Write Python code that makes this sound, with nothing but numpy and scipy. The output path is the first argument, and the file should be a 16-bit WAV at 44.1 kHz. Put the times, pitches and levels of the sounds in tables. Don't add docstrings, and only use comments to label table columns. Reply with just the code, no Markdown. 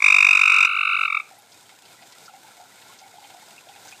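import sys
import numpy as np
from scipy import signal
from scipy.fft import rfft, irfft
from scipy.io import wavfile
from scipy.ndimage import uniform_filter1d

SR = 44100
rng = np.random.default_rng(int(sys.argv[2]) if len(sys.argv) > 2 else 0)


def waveform_to_disk(signal):
    frames = np.transpose(np.atleast_2d(signal))
    scaled = np.clip(frames, -1, 1) * 32767
    samples = np.round(scaled).astype(np.int16)
    wavfile.write(sys.argv[1], SR, samples)


N = 176400


def near_frog():
    call = dict(start=-.0011, period_ms=20.2, slowing_ms=.045, count=32, late_ms=0, from_hz=1088, to_hz=1404, attack_ms=3.37, hold_ms=7.6, release_ms=.7)
    # (t/s, level/dB)
    effort = [(0, -18.5), (0.022, -5.5), (0.041, -3), (.13, -4), (.42, -7), (.53, -8), (.65, -6)]
    # (f/Hz, level/dB)
    throat = [(830, -35.5), (1020, -14), (1200, -19.5), (1400, -12.5), (1850, -4), (2150, -0.5),
              (2800, -1.5), (3080, -45.5), (3350, -35), (3680, -15), (4300, -40.5), (5000, -24.5),
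              (5900, -23), (6200, -35.5), (7050, -26.5), (8400, -29), (9200, -41), (10500, -43),
              (12900, -58.5), (13900, -35.5), (14600, -55.5)]
    # (delay/ms, share)
    stones = [(3.64, .48), (4.29, .4)]
    return stone_echoes(trill(call, effort, throat, rasp_db=-26.5, body_db=-25), stones)


def high_frog():
    call = dict(start=.3145, period_ms=19.6, slowing_ms=.014, count=38, late_ms=0, from_hz=1190, to_hz=1469.5, attack_ms=1.5, hold_ms=8.04, release_ms=0.49)
    # (t/s, level/dB)
    effort = [(.31, -18.5), (0.379, -17.5), (.62, -17.5), (.7, -19.5), (.97, -18), (1.05, -19)]
    # (f/Hz, level/dB)
    throat = [(900, -26), (1150, -14), (1350, 0), (1500, 3), (1780, -17.5), (2300, -3), (2900, 3.5),
              (3330, -32), (3900, -16.5), (4600, -25.5), (5300, -46), (7000, -57), (8600, -48.5),
              (9100, -23), (9700, -83.5)]
    # (delay/ms, share)
    stones = [(2.3, 0.13), (8.2, 0.082)]
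    return stone_echoes(trill(call, effort, throat, rasp_db=-48, body_db=-46), stones)


def low_frog():
    call = dict(start=.4794, period_ms=21.5, slowing_ms=.045, count=33, late_ms=6.6, from_hz=1026, to_hz=1364, attack_ms=3.28, hold_ms=8.2, release_ms=1.1)
    # (t/s, level/dB)
    effort = [(0.479, -20), (.7, -21.5), (.8, -19), (1.1, -18.5), (1.17, -16.5), (1.197, -24)]
    # (f/Hz, level/dB)
    throat = [(850, -34.5), (1100, -8), (1350, 1), (1770, -27), (2100, 1), (2700, 1), (3170, -42),
              (3700, -12.5), (4500, -35), (5000, -31.5), (6000, -48), (7700, -46.5), (8250, -34),
              (9000, -64)]
    # (delay/ms, share)
    stones = [(2.205, 0.43), (10.588, 0.12)]
    return stone_echoes(trill(call, effort, throat, rasp_db=-37.5, body_db=-58), stones)


def trill(call, effort, throat, rasp_db, body_db):
    # (f/Hz, level/dB)
    turbulence = [(200, -34), (830, -22), (1000, -4), (1650, 3), (2600, -6), (3150, -19.5), (3800, -4.5),
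                  (8400, -14.5), (10000, -28), (15000, -37)]
    glide_ms, body_hz, body_decay_ms = 10.6, 1052, 5.2
    k = np.arange(call["count"])
    jitter_ms, detune, jitter_db = (rng.standard_normal((len(k), 3)) * [.051, .011, .72]).T
    cold = np.exp(-k / 2.18)
    beats_ms = call["period_ms"] * k + call["slowing_ms"] * k ** 2 / 2 + jitter_ms
    beats_ms[-1] += call["late_ms"]
    onsets = call["start"] + beats_ms / 1000
    t = np.arange(int((onsets[-1] + .02) * SR)) / SR
    pulse = np.maximum(np.searchsorted(onsets, t) - 1, 0)
    age_ms = np.maximum(t - onsets[pulse], 0) * 1000

    glide = np.interp(age_ms, [0, glide_ms], [call["from_hz"], call["to_hz"]])
    hz = glide * (1 - .11 * cold + detune)[pulse]
    turns = np.cumsum(hz) / SR
    phase = 2 * np.pi * (turns - np.interp(onsets, t, turns)[pulse])

    size = undb(curve(onsets, effort) + jitter_db)[pulse]
    open_ms = age_ms - 3.6 * cold[pulse] ** 2
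    opening = size * np.sin(np.pi / 2 * np.clip(open_ms / call["attack_ms"], 0, 1)) ** 2
    closing_ms = np.logaddexp(0, 3 * (age_ms - call["hold_ms"])) / 3
    drive = opening * np.exp(-closing_ms / call["release_ms"])

    tone = drive * sum(np.sin(n * phase) for n in range(1, 4))
    harsh = undb(1.5 * (np.exp(-((age_ms - 6.5) / 1.24) ** 2) - 1.5))
    flutter = .11 * walk(per_s=1800)[:len(t)]
    buzz = drive * harsh * sum(np.sin(n * (phase + flutter)) for n in range(4, 13))
    ring = undb(-10) * tail(buzz, t60_s=.06)[:len(t)]
    sac = shaped(tone + buzz + ring, throat)
    rasp = undb(rasp_db) * drive * colour(rng.standard_normal(N), turbulence)[:len(t)]
    body_ring = np.exp(1 - age_ms / body_decay_ms) * np.sin(2 * np.pi * body_hz * age_ms / 1000)
    body = undb(body_db) * opening * body_ring
    return sac + np.pad(rasp + body, (0, N - len(t)))


def stone_echoes(x, echoes):
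    low_hz, high_hz = 1463, 5460
    hz = np.arange(N + 1) * SR / (2 * N)
    returned = hz ** 4 / (hz ** 4 + low_hz ** 4) / (1 + (hz / high_hz) ** 4)
    copies = sum(share * np.exp(-2j * np.pi * hz * ms / 1000) for ms, share in echoes)
    return irfft(rfft(x, 2 * N) * (1 + returned * copies), 2 * N)[:N]


def trickle():
    # (t/s, level/dB)
    water_levels = [(0, -0.36), (1.4, -2.07), (2.3, -0.48), (3.3, 0.57), (4, 2)]
    water_gain = undb(curve(np.arange(N) / SR, water_levels))
    hiss = water_gain * (wash() + spray())
    drops = water_gain * small_bubbles() + plops() + drips()
    hollow = undb(-2) * tail(drops, t60_s=.063)
    return hiss + drops + gurgle(drops) + hollow


def plops():
    # (t/s, relative level/dB, f/Hz)
    events = [(.147, -31, 700), (.28, -33, 715), (1.311, -37, 756), (2.023, -41.5, 763), (2.28, -31, 1380),
              (2.294, -38.5, 765), (2.337, -34.5, 772), (2.577, -40.5, 710), (2.598, -35.5, 720),
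              (2.656, -37.5, 1440), (2.895, -38, 1050), (3.016, -38.5, 754), (3.06, -39.5, 775),
              (3.14, -36, 708), (3.18, -38, 834), (3.226, -40, 785), (3.3, -39.5, 755), (3.345, -34.5, 712),
              (3.58, -28, 2600), (3.67, -37, 660), (3.693, -36.5, 783), (3.759, -40, 790),
              (3.878, -35, 1510), (3.924, -27.5, 2480)]
    return undb(-2) * bubbles(events)


def small_bubbles():
    # (rate/s^-1, lowest f/Hz, highest f/Hz, base level/dB)
    swarms = [(40, 660, 980, -56), (85, 1300, 2600, -57), (60, 1900, 4600, -53)]
    out = np.zeros(N)
    for rate, low_hz, high_hz, base_db in swarms:
        when, pitch, size = rng.random(size=(600, 3))[:int(rate * N / SR)].T
        db = base_db - 3.8 * np.log(np.maximum(size, .05))
        out += bubbles(zip(when * N / SR, db, low_hz * (high_hz / low_hz) ** pitch))
    return out


def bubbles(rows):
    decay_cycles, rise, attack_s = 5.63, .019, .001
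    out, t = np.zeros(N + SR), np.arange(SR // 12) / SR
    for start, db, hz in rows:
        life = t * hz / decay_cycles
        envelope = (1 - np.exp(-t / attack_s)) * np.exp(-life)
        phase = 2 * np.pi * hz * t * (1 + rise * (np.minimum(life, 10) - 1) / 2)
        i = int(max(start, 0) * SR)
        out[i:i + len(t)] += undb(db) * envelope * np.sin(phase)
    return out[:N]


def drips():
    # (t/s, level/dB, centre f/Hz)
    events = [(1.384, -48.5, 11000), (1.522, -45, 4740), (1.692, -43, 2170), (1.853, -45.5, 3900),
              (2.022, -44.5, 2900), (2.122, -42.5, 3880), (2.258, -41.5, 5300), (2.819, -44.5, 2460),
              (2.987, -42.5, 4500), (3.239, -43, 2270), (3.301, -43, 2840), (3.687, -44, 3670),
              (3.76, -42.5, 2280), (3.852, -45.5, 5950), (3.88, -38, 5500)]
    attack_s, decay_s, width_hz = .0008, .005, 1500
    out, t = np.zeros(N + SR), np.arange(SR // 20) / SR
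    hz = np.fft.rfftfreq(len(t), 1 / SR)
    envelope = (1 - np.exp(-t / attack_s)) * np.exp(-t / decay_s)
    for start, db, centre in events:
        band = hz / (hz + centre) * np.exp(-((hz - centre) / width_hz) ** 2 / 2)
        smack = irfft(rfft(rng.standard_normal(len(t))) * band, len(t))
        i = int(start * SR)
        out[i:i + len(t)] += undb(db) * envelope * smack / np.std(smack)
    return out[:N]


def gurgle(drops):
    cavity_hz, width_hz = 780, 130
    cavity = signal.lfilter(*signal.iirpeak(cavity_hz, cavity_hz / width_hz, fs=SR), drops)
    return undb(-5) * tail(cavity, t60_s=.17)


def wash():
    # (f/Hz, level/dB)
    spectrum = [(24, -58), (40, -36.5), (103, -4.5), (200, -5.5), (562, -4), (758, 0), (1020, -3),
                (1190, -16.5), (1410, 1), (1860, -15), (2110, -5), (2710, -10), (3300, -10), (3620, -5.5),
                (5440, -10.5), (8310, -9), (9890, -16.5), (14400, -16.5), (15500, -39)]
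    return undb(-52.5 + 1.5 * walk(per_s=18)) * colour(rng.standard_normal(N), spectrum)


def spray():
    # (f/Hz, level/dB)
    spectrum = [(500, -8.5), (1400, 1), (2500, -2), (3300, 1), (3620, 5.5), (4500, -5.5), (4950, 4),
                (5700, -5.5), (6700, 1.5), (8400, -0.5), (10000, -8), (15000, -13)]
    per_s, spread_db, decay_s = 280, 3.7, .004
    hits = rng.random(N) < per_s / SR
    splashes = hits * undb(spread_db * np.minimum(rng.exponential(size=N), 4))
    power = signal.lfilter([1], [1, -np.exp(-2 / (decay_s * SR))], splashes ** 2)
    return undb(-57) * colour(np.sqrt(power) * rng.standard_normal(N), spectrum)


def tail(x, t60_s):
    t = np.arange(SR // 2) / SR
    envelope = np.exp(-np.log(1000) * t / t60_s) * np.minimum(10 * t / t60_s, 1)
    response = rng.standard_normal(len(t)) * envelope
    return signal.fftconvolve(x, response / np.linalg.norm(response))[:N]


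def undb(db):
    return 10 ** (np.asarray(db) / 20)


def curve(t, rows):
    return np.interp(t, *np.array(rows, float).T)


def shaped(x, rows):
    f, db = np.array(rows, float).T
    hz = np.arange(N + 1) * SR / (2 * N)
    gain = undb(np.interp(np.log(np.maximum(hz, 1)), np.log(f), db))
    return irfft(rfft(x, 2 * N) * gain, 2 * N)[:N]


def colour(x, rows):
    y = shaped(x, rows)
    return y / np.std(y)


def walk(per_s):
    step = int(SR / per_s)
    y = uniform_filter1d(np.repeat(rng.standard_normal(N // step + 1), step), step)[:N]
    return y / np.std(y)


def scene():
    frogs = near_frog() + high_frog() + low_frog()
    rocks = undb(-13.5) * tail(frogs, t60_s=.078)
    garden = undb(-22.5) * tail(frogs, t60_s=.38)
    return (frogs + rocks + garden + trickle())[None]


def record(dry):
    low_cut_hz, top_hz = 74, 15200
    thin = signal.sosfilt(signal.butter(10, low_cut_hz, "high", fs=SR, output="sos"), dry)
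    return signal.sosfilt(signal.ellip(8, .2, 70, top_hz, fs=SR, output="sos"), thin)


dry = scene()
out = record(dry)
waveform_to_disk(out)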